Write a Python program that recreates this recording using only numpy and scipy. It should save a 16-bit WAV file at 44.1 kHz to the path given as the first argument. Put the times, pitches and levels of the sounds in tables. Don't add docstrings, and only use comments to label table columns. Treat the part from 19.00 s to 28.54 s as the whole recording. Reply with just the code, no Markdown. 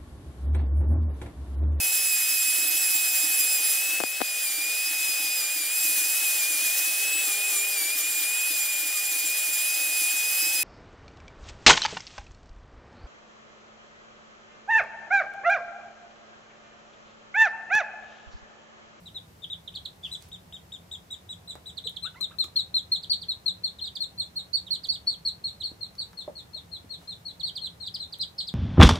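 import sys
import numpy as np
from scipy import signal
from scipy.fft import rfft, irfft, next_fast_len
from scipy.io import wavfile
from scipy.ndimage import uniform_filter1d, map_coordinates

SR = 44100
rng = np.random.default_rng(int(sys.argv[2]) if len(sys.argv) > 2 else 0)


def transcribe(signal):
    frames = np.atleast_2d(signal).T
    limited = np.clip(frames, -1, 1)
    pcm = np.round(limited * 32767).astype(np.int16)
    wavfile.write(sys.argv[1], SR, pcm)


def field_ratio(decibels):
    return 10 ** (np.asarray(decibels, dtype=float) / 20)


N = 420713


def on_log(hz, points):
    points = np.array(points)
    return np.interp(np.log(hz + 1), np.log(points[:, 0]), points[:, 1])


def read_at(s, rows):
    times, *columns = np.transpose(rows)
    return [np.interp(s, times, column) for column in columns]


def unit(x):
    return x / np.sqrt(np.mean(x ** 2))


def band(x, hz, width):
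    return signal.lfilter(*signal.iirpeak(hz, hz / width, SR), x)


def walk(rate):
    hold = int(SR / rate)
    held = np.repeat(rng.standard_normal(N // hold + 1), hold)
    smooth = uniform_filter1d(uniform_filter1d(held, hold), hold)
    return unit(smooth[:N])


def add(out, s, sound, pan_db=0, lag=0, wet_db=0):
    room_s, low_hz, top_hz = 0.55, 700, 11000
    early_db, early_t60_s, early_shared = -2.5, 0.07, 0.39
    late_db, late_t60_s = 0, 0.18
    t = np.arange(int(room_s * SR)) / SR
    shared, *own = rng.standard_normal((3, len(t)))
    own = np.array(own)
    shared = unit(shared * (np.abs(shared) > 2.6))
    common = np.array([np.roll(shared, lag), shared])
    early = np.sqrt(early_shared) * common + np.sqrt(1 - early_shared) * own
    early = early * field_ratio(early_db - 60 * t / early_t60_s) / np.sqrt(early_t60_s)
    late = own[:, ::-1] * field_ratio(late_db - 60 * t / late_t60_s) / np.sqrt(late_t60_s)
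    absorption = signal.butter(1, [low_hz, top_hz], "band", fs=SR)
    echo = signal.lfilter(*absorption, early + late)
    onset = np.clip(t / 0.003, 0, 1)
    echo = field_ratio(wet_db) * echo * onset * np.sqrt(2 * np.log(1000) / SR)
    echo[0, max(lag, 0)] += field_ratio(pan_db / 2)
    echo[1, max(-lag, 0)] += field_ratio(-pan_db / 2)
    heard = signal.fftconvolve(sound[None], echo, axes=1)
    start = int(s * SR)
    stop = min(N, start + heard.shape[1])
    out[:, start:stop] += heard[:, :stop - start]


def room_hiss():
    # (frequency [Hz], density [dB per Hz])
    air = [(15, -57.5), (25, -19.5), (76, 1), (166, -2.5), (242, -7.5), (420, -9), (750, -9.5),
           (1150, -13.5), (2700, -20), (5000, -23), (9300, -26.5), (15000, -27.5), (16500, -49)]
    # (frequency [Hz], share [-1 to 1])
    likeness = [(60, 1), (130, 0.94), (290, 0.48), (640, 0.17), (1400, -0.26), (3100, 0.027), (15000, 0.25)]
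    size = next_fast_len(N)
    hz = np.arange(size // 2 + 1) * SR / size
    like = np.clip(on_log(hz, likeness), -0.99, 0.995)
    noise = rfft(rng.standard_normal((2, size))) * field_ratio(on_log(hz, air))
    mid, side = noise * np.sqrt([1 + like, 1 - like])
    return field_ratio(-55) * unit(irfft([mid + side, mid - side], size)[:, :N])


def fan_hum():
    # (centre [Hz], width [Hz], level [dB])
    resonances = [
        (81, 32, -61.5),
        (106.7, 4.5, -67),
        (171.7, 29.3, -61),
    ]
    hum = np.zeros(N)
    for hz, width, db in resonances:
        tone = band(band(rng.standard_normal(N), hz, width), hz, width)
        hum += field_ratio(db + 0.28 * walk(1.39)) * unit(tone)
    return hum


def down_rustle():
    # (time [s], length [s], level [dB])
    brushes = [
        (1.024, 0.27, -82),
        (7.983, 0.16, -87),
    ]
    out = np.zeros((2, N))
    for s, length, db in brushes:
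        t = np.arange(0, length, 1 / SR)
        fibres = rng.standard_normal(len(t)) * field_ratio(2.6 * rng.exponential(size=len(t)))
        hiss = unit(band(fibres, 3900, 6100)) + 0.65 * unit(band(fibres, 17400, 1200))
        sway_db = 4.5 * np.sin(2 * np.pi * t / 0.17)
        swell = np.hanning(len(t)) ** 0.086
        add(out, s, field_ratio(db + sway_db + 16.0) * hiss * swell, wet_db=2.5)
    return out


def body_thumps():
    # (time [s], peak level [dB], centre [Hz], 60 dB decay [s])
    thumps = [(2.555, -31.5, 700, 0.0009), (2.856, -42, 470, 0.04), (3.207, -46, 310, 0.03),
              (3.444, -46, 332, 0.045), (3.483, -44, 900, 0.0026), (6.716, -38, 312, 0.006),
              (7.132, -43.5, 1440, .003), (7.278, -28.5, 583, 0.041), (7.28, -38, 320, 0.022),
              (7.279, -37, 870, 0.011), (7.296, -36.5, 522, 0.022), (7.56, -47.5, 600, 0.043),
              (7.844, -45, 278, 0.047), (8.015, -42.5, 1110, 0.00083), (8.03, -49, 804, .005)]
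    out, t = np.zeros((2, N)), np.arange(4000) / SR
    for s, db, hz, ring_s in thumps:
        push = t * hz * np.exp(-4 * t * hz)
        mode = np.sin(2 * np.pi * hz * t) * field_ratio(-60 * t / ring_s)
        knock = np.gradient(signal.fftconvolve(push, mode)[:len(t)])
        add(out, s, field_ratio(db) * knock / np.abs(knock).max(), wet_db=2.5)
    return out


def claw_ticks():
    # (time [s], peak level [dB], left minus right [dB], centre [Hz])
    ticks = [(1.135, -39, -6, 7000), (1.224, -43, -20, 8000), (1.288, -45, -6, 13100),
             (2.110, -41, -5, 11000), (2.543, -56, 9.5, 8900), (2.554, -41.5, -11, 8000),
             (2.895, -35, -10, 13000), (3.210, -27.5, -10, 9000), (3.222, -50, 2, 13000),
             (3.390, -33, 1, 12600), (3.442, -29.5, -9, 7400), (3.458, -43.5, 5, 12900),
             (4.956, -37.5, 0, 12000), (5.537, -43, 4, 5600), (5.871, -39, -8, 10000),
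             (6.953, -42, -3, 5500), (7.131, -46, -2, 3500), (8.429, -66, 27, 12000),
             (8.946, -46, -22.5, 12000), (9.187, -38.5, 7, 12000)]
    out, t = np.zeros((2, N)), np.arange(4000) / SR
    for s, db, pan_db, hz in ticks:
        burst = rng.standard_normal(len(t)) * field_ratio(-60 * t / 0.006)
        crack = band(burst, hz, 0.8 * hz)
        add(out, s, field_ratio(db) * crack / np.abs(crack).max(), pan_db, wet_db=-2.5)
    return out


def sole_squeaks():
    # (time [s], start pitch [Hz], end pitch [Hz], length [s], level [dB])
    squeaks = [
        (3.044, 1134, 1570, 0.039, -44),
        (3.153, 860, 1110, 0.0365, -56),
        (3.156, 1790, 2220, 0.0256, -52.5),
        (3.142, 1540, 1280, 0.014, -52.5),
        (3.206, 1230, 1120, 0.0082, -51.5),
        (3.307, 870, 1670, 0.0183, -52.5),
        (3.336, 1420, 1160, 0.011, -56.5),
        (3.441, 1210, 1250, 0.0066, -44.5),
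    ]
    out = np.zeros((2, N))
    for s, start, end, length, db in squeaks:
        u = np.linspace(0, 1, int(length * SR))
        judder = 0.03 * unit(uniform_filter1d(rng.standard_normal(4000), size=60))[:len(u)]
        hz = (start + (end - start) * u ** 0.72) * (1 + judder)
        phase = 2 * np.pi * np.cumsum(hz) / SR
        tone = np.sin(phase) + field_ratio(-9.5) * np.sin(2 * phase)
        squeak = np.sin(np.pi * u) ** 0.37 * tone
        add(out, s, field_ratio(db + 3.0) * squeak, -3, wet_db=-3)
    return out


def peep(top, low, length, bend, run_on, scoop_hz, scoop_s, rise_s, fall_db, bright_db, droop_hz):
    overtone_db = [-18, -15, -29.5]
    throat_hz, throat_width_hz = 8120, 1060
    flutter_db, flutter_s = 3, 0.005
    t = np.arange(int(length * run_on * SR)) / SR
    fallen = t / length
    hz = top - (top - low) * fallen ** bend - scoop_hz * np.exp(-t / scoop_s)
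    hz = hz - droop_hz * np.exp((t - t[-1]) / 0.00752)
    phase = 2 * np.pi * np.cumsum(hz) / SR
    rise = 1 - np.exp(-t / rise_s)
    close = np.clip((t[-1] - t) / 0.008, 0, 1)

    second, third, fourth = (field_ratio(db + bright_db) * np.sin((k + 2) * phase) for k, db in enumerate(overtone_db))
    throat = 1 / (1 + ((2 * hz - throat_hz) / throat_width_hz) ** 4)
    effort = field_ratio(min(top - 4400, 0) / 65)
    upper = third * field_ratio(-22 * fallen ** 0.41) + fourth * field_ratio(-8 * fallen)
    late = 1 - np.exp(-(t / 0.0049) ** 2)
    overtones = late * (throat * second + effort * upper)

    breath = rng.standard_normal(40)
    flutter = field_ratio(flutter_db * map_coordinates(breath, [t / flutter_s], mode="mirror"))
    fundamental = field_ratio(fall_db * fallen ** 1.29) * np.sin(phase)
    return flutter * close * rise * (fundamental + overtones)


def quick_caller():
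    # (time [s], top pitch [Hz], length [s], level [dB], left minus right [dB])
    outbursts = [(0.056, 4080, 0.036, -36.5, 3), (0.419, 3810, 0.034, -38, 6),
                 (0.436, 4015, 0.0176, -24.5, 4), (0.675, 4160, 0.013, -22, -6),
                 (0.751, 4750, 0.025, -26.5, -4), (0.851, 4750, 0.016, -22.5, -4.5),
                 (1.029, 3600, 0.049, -32.5, -1), (1.042, 3910, 0.018, -28, 1),
                 (2.77, 4780, 0.026, -29, -10), (2.867, 4574, 0.012, -14, -4),
                 (2.962, 4600, 0.015, -21, -9), (3.556, 4270, 0.017, -30.5, -7),
                 (3.947, 4270, 0.024, -30, -1), (4.027, 5150, 0.024, -29, -4),
                 (4.113, 4900, 0.027, -23, -1), (4.214, 5000, 0.031, -29, -5),
                 (4.784, 4300, 0.021, -30.5, 2), (4.855, 4840, 0.036, -29, -8),
                 (4.952, 5100, 0.027, -27, -6),
                 (5.664, 3990, 0.028, -35.5, -7), (5.748, 4950, 0.018, -21.5, -1),
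                  (5.834, 5140, 0.03, -28, -6), (5.936, 5140, 0.031, -27.5, -6),
                  (6.116, 4680, 0.037, -33, -11), (6.601, 4350, 0.031, -29.5, -5),
                  (8.396, 4700, 0.028, -28, -6.5), (8.469, 4870, 0.035, -26.5, -7),
                  (8.552, 5090, 0.039, -28.5, -4), (8.65, 4810, 0.033, -29, -10),
                  (8.862, 4940, 0.027, -25, 0), (8.94, 5370, 0.032, -24, 3.5),
                  (9.124, 5110, 0.026, -28, -2), (9.208, 5270, 0.034, -24, 3), (9.38, 5540, 0.036, -25, 2),
                  (9.469, 5330, 0.033, -28, 4)]
    out = np.zeros((2, N))
    for s, top, length, db, pan_db in outbursts:
        low = 2886 - 0.6 * max(4200 - top, 0)
        arch = np.clip(2.2 - (top - low) / length / 26000, 0, 1)
        call = peep(top, low, length, bend=0.99 + 1.08 * arch, run_on=1.0, scoop_hz=400 + 150 * arch,
                    scoop_s=0.0012 + 0.00233 * arch, rise_s=0.0093, fall_db=-10.5, bright_db=-5.5, droop_hz=58)
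        add(out, s, field_ratio(db) * call, pan_db, wet_db=-3)
    return out


def steady_caller():
    # (time [s], top pitch [Hz], level [dB], echo level [dB])
    steady_calls = [(0.144, 4170, -32.5, -4.5), (0.499, 3940, -34, -5.5), (0.738, 3740, -41, -3.5),
                    (1.112, 4036, -34, -2.5), (1.315, 3800, -41.5, -4.5), (1.524, 3830, -39, -6),
                    (1.719, 3845, -36, -6), (1.912, 3877, -36, -6), (2.103, 3960, -35, -4.5),
                    (2.289, 3977, -36.5, -3), (2.474, 4115, -36.5, 0.5), (2.657, 4018, -34.5, -2),
                    (2.838, 4060, -36, 3), (3.023, 4226, -31, -1.5), (3.205, 4275, -25, -1.5),
                    (3.385, 4370, -17, -2.5), (3.558, 4426, -13.5, -1.5), (3.741, 4340, -11.5, -4),
                    (3.916, 4383, -14.5, -1.5), (4.096, 4676, -14.5, -1), (4.284, 4438, -15.5, -5),
                    (4.458, 4423, -16, -1), (4.634, 4470, -25, 7), (4.81, 4360, -26.5, 5.5),
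                    (5.001, 4440, -20, -2.5), (5.175, 4407, -28.5, 7), (5.355, 4373, -29.5, 3.5),
              (5.53, 4533, -20, 5), (5.705, 4414, -13.5, -2.5), (5.884, 4540, -20, 7),
              (6.065, 4477, -24, 10), (6.25, 4480, -14.5, 0), (6.438, 4404, -29, 14.5),
              (6.63, 4500, -23.5, 4.5), (6.804, 4400, -34, 10), (6.98, 4600, -27, 7), (7.169, 4440, -34, 6),
              (7.351, 4470, -38.5, 7), (7.531, 4410, -39, 4.5), (7.714, 4370, -39, 5.5),
              (7.891, 4410, -40.5, 11.5), (8.074, 4325, -35.5, 6), (8.25, 4415, -36.5, 8),
              (8.428, 4434, -29, 5), (8.612, 4340, -31, 7.5), (8.8, 4350, -36, 10), (8.995, 4274, -27, 3.5),
              (9.192, 4260, -29, 6.5), (9.38, 4407, -30.5, 12)]
    # (time [s], left minus right [dB], fade along the fall [dB], overtones [dB])
    balance_and_bill = [(0.14, 1, -6, -8), (0.5, 1, 3, -2), (0.9, 4, -1.5, 5.5), (1.9, 2.5, -3, 8.5),
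                        (2.66, 3.5, -7, 6), (3.019, 13, -1.5, 0.5), (3.4, 10, -16.5, -11.5), (3.65, 3, -24, -15),
                        (4.1, 2.5, -21, -12), (4.3, 2.5, -20.5, -15), (4.7, 17.5, -22, -12), (5.36, 1, -12.5, -4.5),
                        (5.53, -12.5, -28.5, -14), (6.45, 6, -27.5, -15), (6.85, 3, -22, -12), (7.35, 12, -13.5, -7),
                        (7.53, 12, -9, -8.5), (9.4, 9, -22.5, -13)]
    # (time [s], time spent falling [s], bend of the fall [exponent])
    breath = [(0.1, 0.039, 1.24), (1.1, 0.044, 2.7), (1.7, 0.046, 1.65), (2.6, 0.046, 2.35),
              (3.201, 0.05, 1.19), (3.6, 0.054, 1.34), (3.9, 0.055, 1.3), (4.4, 0.046, 1.08),
              (5.6, 0.05, 2.18), (7.0, 0.051, 1.16), (8.1, 0.058, 1.85), (8.7, 0.05, 1.6),
              (9.3, 0.046, 1.6)]
    # (time [s], lag of the left port [samples])
    port_lag = [(0, -14), (5.8, -14), (6.5, -10)]
    out = np.zeros((2, N))
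    for s, top, db, wet_db in steady_calls:
        pan_db, fall_db, bright_db = read_at(s, balance_and_bill)
        length, bend = read_at(s, breath)
        lag = int(read_at(s, port_lag)[0])
        rise_s = np.clip(0.0034 + 0.00904 * (top - 3900) / 450, 0.003, 0.011)
        low = 3589 + 0.33 * (top - 4300)
        scoop_hz = 350 + 1.24 * max(4500 - top, 0)
        call = peep(top, low, length, bend, run_on=1.099, scoop_hz=scoop_hz, scoop_s=0.00263, rise_s=rise_s,
                    fall_db=fall_db, bright_db=bright_db, droop_hz=454)
        add(out, s, field_ratio(db) * call, pan_db, lag, wet_db)
    return out


def scene():
    room_tone = room_hiss() + fan_hum()
    shuffling = down_rustle() + body_thumps() + claw_ticks() + sole_squeaks()
    return room_tone + shuffling + quick_caller() + steady_caller()


def roll_off(x):
    return signal.sosfilt(signal.butter(12, 16610, fs=SR, output="sos"), x)


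def record(dry):
    thinning_db = -36
    call_band = signal.butter(4, [3300, 4600], "band", fs=SR, output="sos")
    above_band = signal.butter(4, [4800, 6500], "band", fs=SR, output="sos")
    calls = signal.sosfiltfilt(call_band, dry)
    above = signal.sosfiltfilt(above_band, dry)
    loud = uniform_filter1d(calls ** 2, size=1500, origin=600)
    faint = uniform_filter1d(above ** 2, size=1500, origin=600)
    thinning = loud * field_ratio(2 * thinning_db)
    thinned = dry - above * thinning ** 2 / (thinning ** 2 + faint ** 2 + 1e-30)
    low_pass = signal.ellip(10, 0.2, 80, 15750, fs=SR, output="sos")
    mix = signal.sosfilt(low_pass, thinned)
    return roll_off(mix)


dry = scene()
out = record(dry)
transcribe(out)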